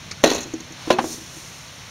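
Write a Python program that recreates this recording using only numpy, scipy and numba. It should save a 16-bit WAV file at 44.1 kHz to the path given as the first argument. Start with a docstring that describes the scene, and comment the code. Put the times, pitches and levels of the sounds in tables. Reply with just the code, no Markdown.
"""A box booms and its wire fittings rattle: a tennis ball has dropped into a plywood trap on a lawn, close to
the microphone. The ball bounces away softly; the sprung ramp tips up, slams against the frame twice and
settles. Each impact excites damped modes of the boards, and the shaken wire rings through many tiny contacts. A
soft rustle swells and fades over a steady outdoor hiss, and the loudest peaks are cut flat at full scale."""
import sys
import numpy as np
from scipy import signal
from scipy.fft import rfft, irfft
from scipy.io import wavfile
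from scipy.ndimage import uniform_filter1d
from numba import njit

SR = 44100
rng = np.random.default_rng(int(sys.argv[2]) if len(sys.argv) > 2 else 0)


def unload_wav(signal):
    """Save mono or channel-first audio to the path in sys.argv[1] as 16-bit WAV at rate SR, clipped to [-1, 1]."""
    wavfile.write(
        sys.argv[1],
        SR,
        np.round(np.clip(np.atleast_2d(signal).T, -1, 1) * 32767).astype(np.int16),
    )


N = 83790


def undb(db):
    """Amplitude ratio of a level in decibels."""
    return 10 ** (np.asarray(db) / 20)


def unit(x):
    """Normalisation to rms 1."""
    return x / np.sqrt(np.mean(x ** 2))


def clock():
    """Time of every sample in seconds."""
    return np.arange(N) / SR


def add(out, start_s, x):
    """Superposition: a sound joins the mix at its onset."""
    i = int(start_s * SR)
    out[i:i + len(x)] += x[:N - i]


def rolloff(x, order, cutoff_hz, kind="low"):
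    """Maximally flat filter, falling 6 dB an octave per order beyond the cutoff."""
    return signal.sosfilt(signal.butter(order, cutoff_hz, kind, fs=SR, output="sos"), x)


def colour(x, spectrum):
    """Minimum-phase filter shaped by (frequency_hz, level_db) points; white noise keeps its power."""
    size = 4096
    hz, db = np.array(spectrum, float).T
    bins_hz = np.maximum(np.fft.rfftfreq(size, 1 / SR), 1)
    magnitude = undb(np.interp(np.log(bins_hz), np.log(hz), db))
    cepstrum = irfft(np.log(magnitude))
    cepstrum[1:size // 2] *= 2  # folding the cepstrum makes the filter causal
    cepstrum[size // 2 + 1:] = 0
    response = irfft(np.exp(rfft(cepstrum)))
    return signal.fftconvolve(x, response / np.linalg.norm(response))[:len(x)]


def fade(t60_s):
    """Exponential damping over half a second, at 60 dB per t60_s."""
    return np.exp(-np.log(1000) * clock()[:SR // 2] / max(t60_s, 1e-3))


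def gate(start_s, length_s, release_s, attack_s=0.0043):
    """Burst envelope: a linear rise, and exponential decay after length_s."""
    t = clock() - start_s
    return np.clip(t / attack_s, 0, 1) * np.exp(-np.maximum(t - length_s, 0) / release_s)


def clicks(per_s):
    """Shot noise: tiny independent contacts of random sign and strength, rms 1."""
    hits = rng.random(N) < per_s / SR
    return unit(hits * rng.choice([-1, 1], N) * undb(2.9 * rng.standard_normal(N)))


def flicker(rate_hz):
    """Slow random modulation: straight lines between random values, rms 1."""
    step = int(SR / rate_hz)
    stairs = np.repeat(rng.standard_normal(N // step + 1), step)
    return unit(uniform_filter1d(stairs, step)[:N])


def ring(modes, contact_ms=0):
    """Modal superposition: a struck body sounds damped sines; longer contact weakens the high ones."""
    t = clock()[:SR // 2]
    out = np.zeros(len(t))
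    for k, (hz, db, t60_s) in enumerate(modes):
        excitation = 1 / np.hypot(1, (hz * contact_ms / 1000) ** 2)
        out += (-1) ** k * undb(db) * excitation * fade(t60_s) * np.sin(2 * np.pi * hz * t)
    return out


def punch(pitch_hz, t60_s):
    """Damped oscillator: the struck spot of a board gives way and springs back for a few cycles."""
    return ring([(pitch_hz, 0, t60_s)])


def crack(spectrum, bass_t60_s, treble_t60_s, tail_db, tail_t60_s):
    """Modal overlap: plywood's crowded modes merge into brief noise, with a weak tail inside the box."""
    noise = rng.standard_normal((3, SR // 2))
    bass = rolloff(noise[0], 2, 1500) * fade(bass_t60_s)
    tail = rolloff(noise[1], 1, 2200) * fade(tail_t60_s)
    treble = rolloff(noise[2], 2, 1500, "high") * fade(treble_t60_s)
    return colour(bass + treble + undb(tail_db) * tail, spectrum)


def air():
    """Broadband noise: steady outdoor hiss over a low rumble that slowly eases."""
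    # outdoor noise spectrum: frequency_hz, level_db
    spectrum = [(15, -79), (25, -21), (73, -1), (99, 2), (140, 2), (215, -5.5), (305, -12), (445, -15),
                (523, -11), (762, -13), (848, -12), (1620, -12.5), (2120, -11), (4260, -13), (4750, -14),
                (6380, -13), (7910, -33.5), (8810, -34), (15500, -44.5)]
    noise = unit(colour(rng.standard_normal(N), spectrum))
    rumble = signal.sosfiltfilt(signal.butter(2, 450, fs=SR, output="sos"), noise)
    hiss = noise - rumble
    rumble_db = 0.76 - 1.8 * clock() + 0.2 * flicker(rate_hz=10.7)
    return undb(-39.5) * (hiss + rumble * undb(rumble_db))


def rustle():
    """Modulated shot noise: a fine, high rustle, as of something sliding through grass."""
    # rustle spectrum: frequency_hz, level_db
    spectrum = [(500, -7.5), (2500, -24.5), (4200, -5.5), (5900, 0.5), (7000, -2), (8700, -7.5),
                (11000, -15), (15500, -20)]
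    # swell and fade: time_s, level_db
    envelope = [(0.74, -50), (0.86, -44), (0.93, -39.5), (0.965, -50), (1.04, -35.5), (1.13, -30),
                (1.2, -41.5), (1.301, -42.5), (1.391, -39), (1.52, -43), (1.7, -47), (1.9, -48)]
    swell_db = np.interp(clock(), *np.array(envelope).T)
    return colour(clicks(per_s=12000), spectrum) * undb(swell_db + 0.33 * flicker(rate_hz=38.6))


def scuff():
    """Gated shot noise: a brief brush just before the ball lands."""
    # brush spectrum: frequency_hz, level_db
    spectrum = [(300, -2), (900, -13), (1300, 6), (1550, -1), (1800, 1), (2350, 5), (3000, -14),
                (4600, 7.5), (5300, 4), (6500, 1), (8500, -12), (15000, -44)]
    contacts = clicks(per_s=4000) * gate(start_s=0.11, length_s=0.011, release_s=0.0058)
    return undb(-27.5) * colour(contacts, spectrum)


def swing():
    """Sliding friction: the rising ramp rubs faintly along the walls, most just before it slams."""
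    # friction spectrum: frequency_hz, level_db
    spectrum = [(100, -20), (330, -2), (750, 5), (1400, 2), (3000, 2), (4400, 4), (5500, -2), (12000, -42)]
    peak_s, width_s = 0.878, 0.087
    swell = np.exp(-0.5 * ((clock() - peak_s) / width_s) ** 2)
    return undb(-38.5) * colour(clicks(per_s=2600), spectrum) * swell


def thuds():
    """Cavity resonance: soft bumps sound only the hollow of the box."""
    # bumps that shake the whole box: start_s, level_db, contact_ms
    bumps = [(0.122, -24, 2.3), (0.456, -9.5, 2.7), (0.470, -11, 0.98), (0.5374, 4, 2.6),
             (0.602, -13.5, 1.2), (0.706, -13.5, 1.9), (0.8745, -0.5, 0.66), (0.9869, 1, 0.78),
             (1.0414, 1.5, 0.53), (1.103, -11, 1.3), (1.18, -12, 3.1), (1.211, -15.5, 2.7),
             (1.367, -16.5, .5)]
    # modes of the hollow: pitch_hz, level_db, t60_s
    modes = [(244.7, -10.5, 0.28), (322.4, 4, 0.12), (405, -12.5, 0.18), (477, -5, 0.077), (745, -13, 0.14),
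             (870, -3, 0.013)]
    out = np.zeros(N)
    for start_s, level_db, contact_ms in bumps:
        add(out, start_s, undb(level_db - 23.5) * ring(modes, contact_ms))
    return out


def wires():
    """Repeated impact: shaken wire buzzes and chatters against the wood, and each contact rings it."""
    # bursts of chatter, each strongest in one band: start_s, level_db, length_s, band_hz
    rattles = [(0.2395, 9, 0.0038, 5840), (0.2535, 0.5, 0.0079, 3930), (0.266, -0.5, 0.015, 3960),
               (0.282, -16, 0.0034, 6440), (0.294, 2, 0.013, 3820), (0.315, -6.5, 0.013, 4370),
               (0.331, -0.5, 0.0037, 6500), (0.343, -1, 0.0043, 6600), (0.3484, 1, 0.0037, 6400),
               (0.36, -3, 0.0035, 6670), (0.379, -1, 0.0075, 3860), (0.403, -10, 0.017, 6540),
               (0.424, -12, 0.016, 6360), (0.5337, -13, 0.0059, 6600), (0.6, -14.5, 0.0058, 6100),
               (0.721, -10, 0.0037, 6350), (0.913, -1, 0.0076, 4200), (0.924, -3, 0.012, 2580)]
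    # modes of the wire: pitch_hz, level_db, t60_s
    modes = [(1473, -2, 0.069), (1882, -0.5, .07), (2540, -2, 0.087), (2555, 6.5, 0.068),
             (3480, -4.5, 0.13), (3910, -6, 0.095), (4144, -1, 0.088), (4220, -2.5, 0.12), (4400, -3, 0.08),
             (5800, 4, .03), (5840, 2, 0.016), (6700, 3.5, 0.055)]
    # contact noise spectrum: frequency_hz, level_db
    spectrum = [(300, 2), (1000, 0), (1600, -8.5), (2500, -2.5), (3150, -7.5), (4000, 2), (5200, -3.5),
                (6600, 4), (8200, -12), (10000, -13.5), (15000, -21)]
    buzz_start_s, hold_s, fall_db_per_s = 0.2325, 0.13, 134
    t = clock() - buzz_start_s
    buzz_db = -5.5 - fall_db_per_s * np.maximum(t - hold_s, 0)
    contacts = clicks(per_s=1100) * (t > 0) * undb(buzz_db)
    taps = clicks(per_s=1100)
    for start_s, level_db, length_s, band_hz in rattles:
        burst = undb(level_db) * gate(start_s, length_s, release_s=0.0025) * taps
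        band = signal.lfilter(*signal.iirpeak(band_hz, Q=5.3, fs=SR), burst)
        contacts += burst + undb(6.5) * band
    metal = ring(modes)
    ringing = signal.fftconvolve(contacts, metal / np.linalg.norm(metal))[:N]
    return undb(-31) * ringing + undb(-25.5) * colour(contacts, spectrum)


def ramp():
    """Inelastic rebound: the ramp hits the frame edge after edge, ever duller, each spot with its clack."""
    # blows on the frame: start_s, ring_db, contact_ms, crack_db, clack_hz, cutoff_hz
    blows = [(0.9028, -17.5, .3, -5, 1010, 8000), (0.9048, -1, 0.3, 4, 587, 8000),
             (0.9860, -13.5, 0.44, -2.5, 761, 3500), (0.9899, -14, 0.45, -3, 903, 3000),
             (1.0416, -21.5, 0.69, -16, 700, 1500)]
    # modes of the ramp: pitch_hz, level_db, t60_s
    modes = [(245.2, -9.5, 0.75), (363, 2.5, 0.37), (420, -14, 0.6), (479, -12, 0.029), (527, 2, 0.11),
             (632, 2, 0.16), (671, -10, 0.43), (937, -3, 0.099), (1020, 3, 0.098), (1150, -6, 0.024),
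             (1430, -4, 0.075), (1660, -3, 0.094), (2598, -21, 0.26)]
    # spectrum of the ramp's crack: frequency_hz, level_db
    spectrum = [(30, -31), (130, -11), (280, -1), (520, -7), (980, -3), (1300, -10.5), (1580, -10.5),
                (2200, -15), (2700, -14), (4000, -17), (6000, -21.5), (11000, -33.5), (15500, -42)]
    out = np.zeros(N)
    for start_s, ring_db, contact_ms, crack_db, clack_hz, cutoff_hz in blows:
        wood = crack(spectrum, bass_t60_s=0.036, treble_t60_s=0.065, tail_db=-12.5, tail_t60_s=0.24)
        wood = undb(-10.5) * rolloff(wood, 1, cutoff_hz)
        clack = undb(-3.5) * punch(clack_hz, t60_s=0.022)
        add(out, start_s, undb(ring_db - 16.5) * ring(modes, contact_ms))
        add(out, start_s, undb(crack_db) * (wood + clack))
    return out


def ball():
    """Impact excitation: the ball lands, the boards knock again as they rebound, and the box rings."""
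    # blows on the box: start_s, ring_db, contact_ms, crack_db
    blows = [(0.2383, -1.5, 0.86, 1), (0.2415, -6, 0.46, 0), (0.26, -4.5, 0.57, -11.5),
             (0.3134, -16.5, 0.47, -9.5), (0.3505, -19.5, 1.8, -16.5), (0.386, -21, 3, -23.5)]
    # modes of the box: pitch_hz, level_db, t60_s
    modes = [(138, -31, .12), (190, -3, 0.1), (251.5, -11, 0.81), (306.9, -8, 0.45), (379, -11, 0.42),
             (409.3, -10, 0.48), (477, -7, 0.32), (519, 5, 0.06), (565, 0.5, 0.11), (679, -6, 0.23),
             (770, 6, 0.042), (1088, -14, 0.2), (1482, -20, 0.52), (1869.6, -6.5, 0.3)]
    # spectrum of the boards' crack: frequency_hz, level_db
    spectrum = [(30, -30), (90, -21), (190, -3), (330, 5.5), (570, -2), (800, -3), (1030, -4.5),
                (1250, -9.5), (1600, -9), (1900, -6), (2200, -14), (2650, -6.5), (3200, -10), (4100, -9.5),
                (5200, -12.5), (6200, -9.5), (8200, -21), (12200, -27), (15500, -42)]
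    out = np.zeros(N)
    for start_s, ring_db, contact_ms, crack_db in blows:
        wood = crack(spectrum, bass_t60_s=0.056, treble_t60_s=0.035, tail_db=-13, tail_t60_s=0.45)
        knock = undb(1) * punch(pitch_hz=520, t60_s=0.03)
        add(out, start_s, undb(ring_db - 12.5) * ring(modes, contact_ms))
        add(out, start_s, undb(crack_db) * (undb(-5.5) * wood + knock))
    return out


def scene():
    """Superposition: the pressures of all sources add at one microphone."""
    knocks = rolloff(ball() + ramp(), 1, 88, "high")  # small boards radiate little bass
    return (knocks + swing() + thuds() + wires() + scuff() + rustle() + air())[None]


@njit
def follow(x, attack_s, release_s):
    """Envelope detection: a one-pole smoother with separate time constants for rise and fall."""
    out, level = np.empty(len(x)), 0.
    for i in range(len(x)):
        lag_s = attack_s if x[i] > level else release_s
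        level += (x[i] - level) / (lag_s * SR)
        out[i] = level
    return out


def record(dry):
    """Filtering and compression: port notches, a gain that ducks after blows and a steep top cut."""
    # antiresonances of the microphone port: centre_hz, width_hz
    notches = [(4850, 414), (7780, 980)]
    threshold_db, duck_db_per_db, top_hz = -21.5, 0.1, 15650
    x = dry[0]
    for centre_hz, width_hz in notches:
        x = signal.lfilter(*signal.iirnotch(centre_hz, centre_hz / width_hz, fs=SR), x)
    level = follow(np.abs(x), attack_s=0.0092, release_s=0.66)
    gain = np.maximum(level / undb(threshold_db), 1) ** -duck_db_per_db
    x = np.clip(x * gain, -1, 1)  # the loudest peaks are cut flat at full scale
    return signal.sosfilt(signal.ellip(10, 0.1, 80, top_hz, fs=SR, output="sos"), x)[None]


dry = scene()
out = record(dry)
unload_wav(out)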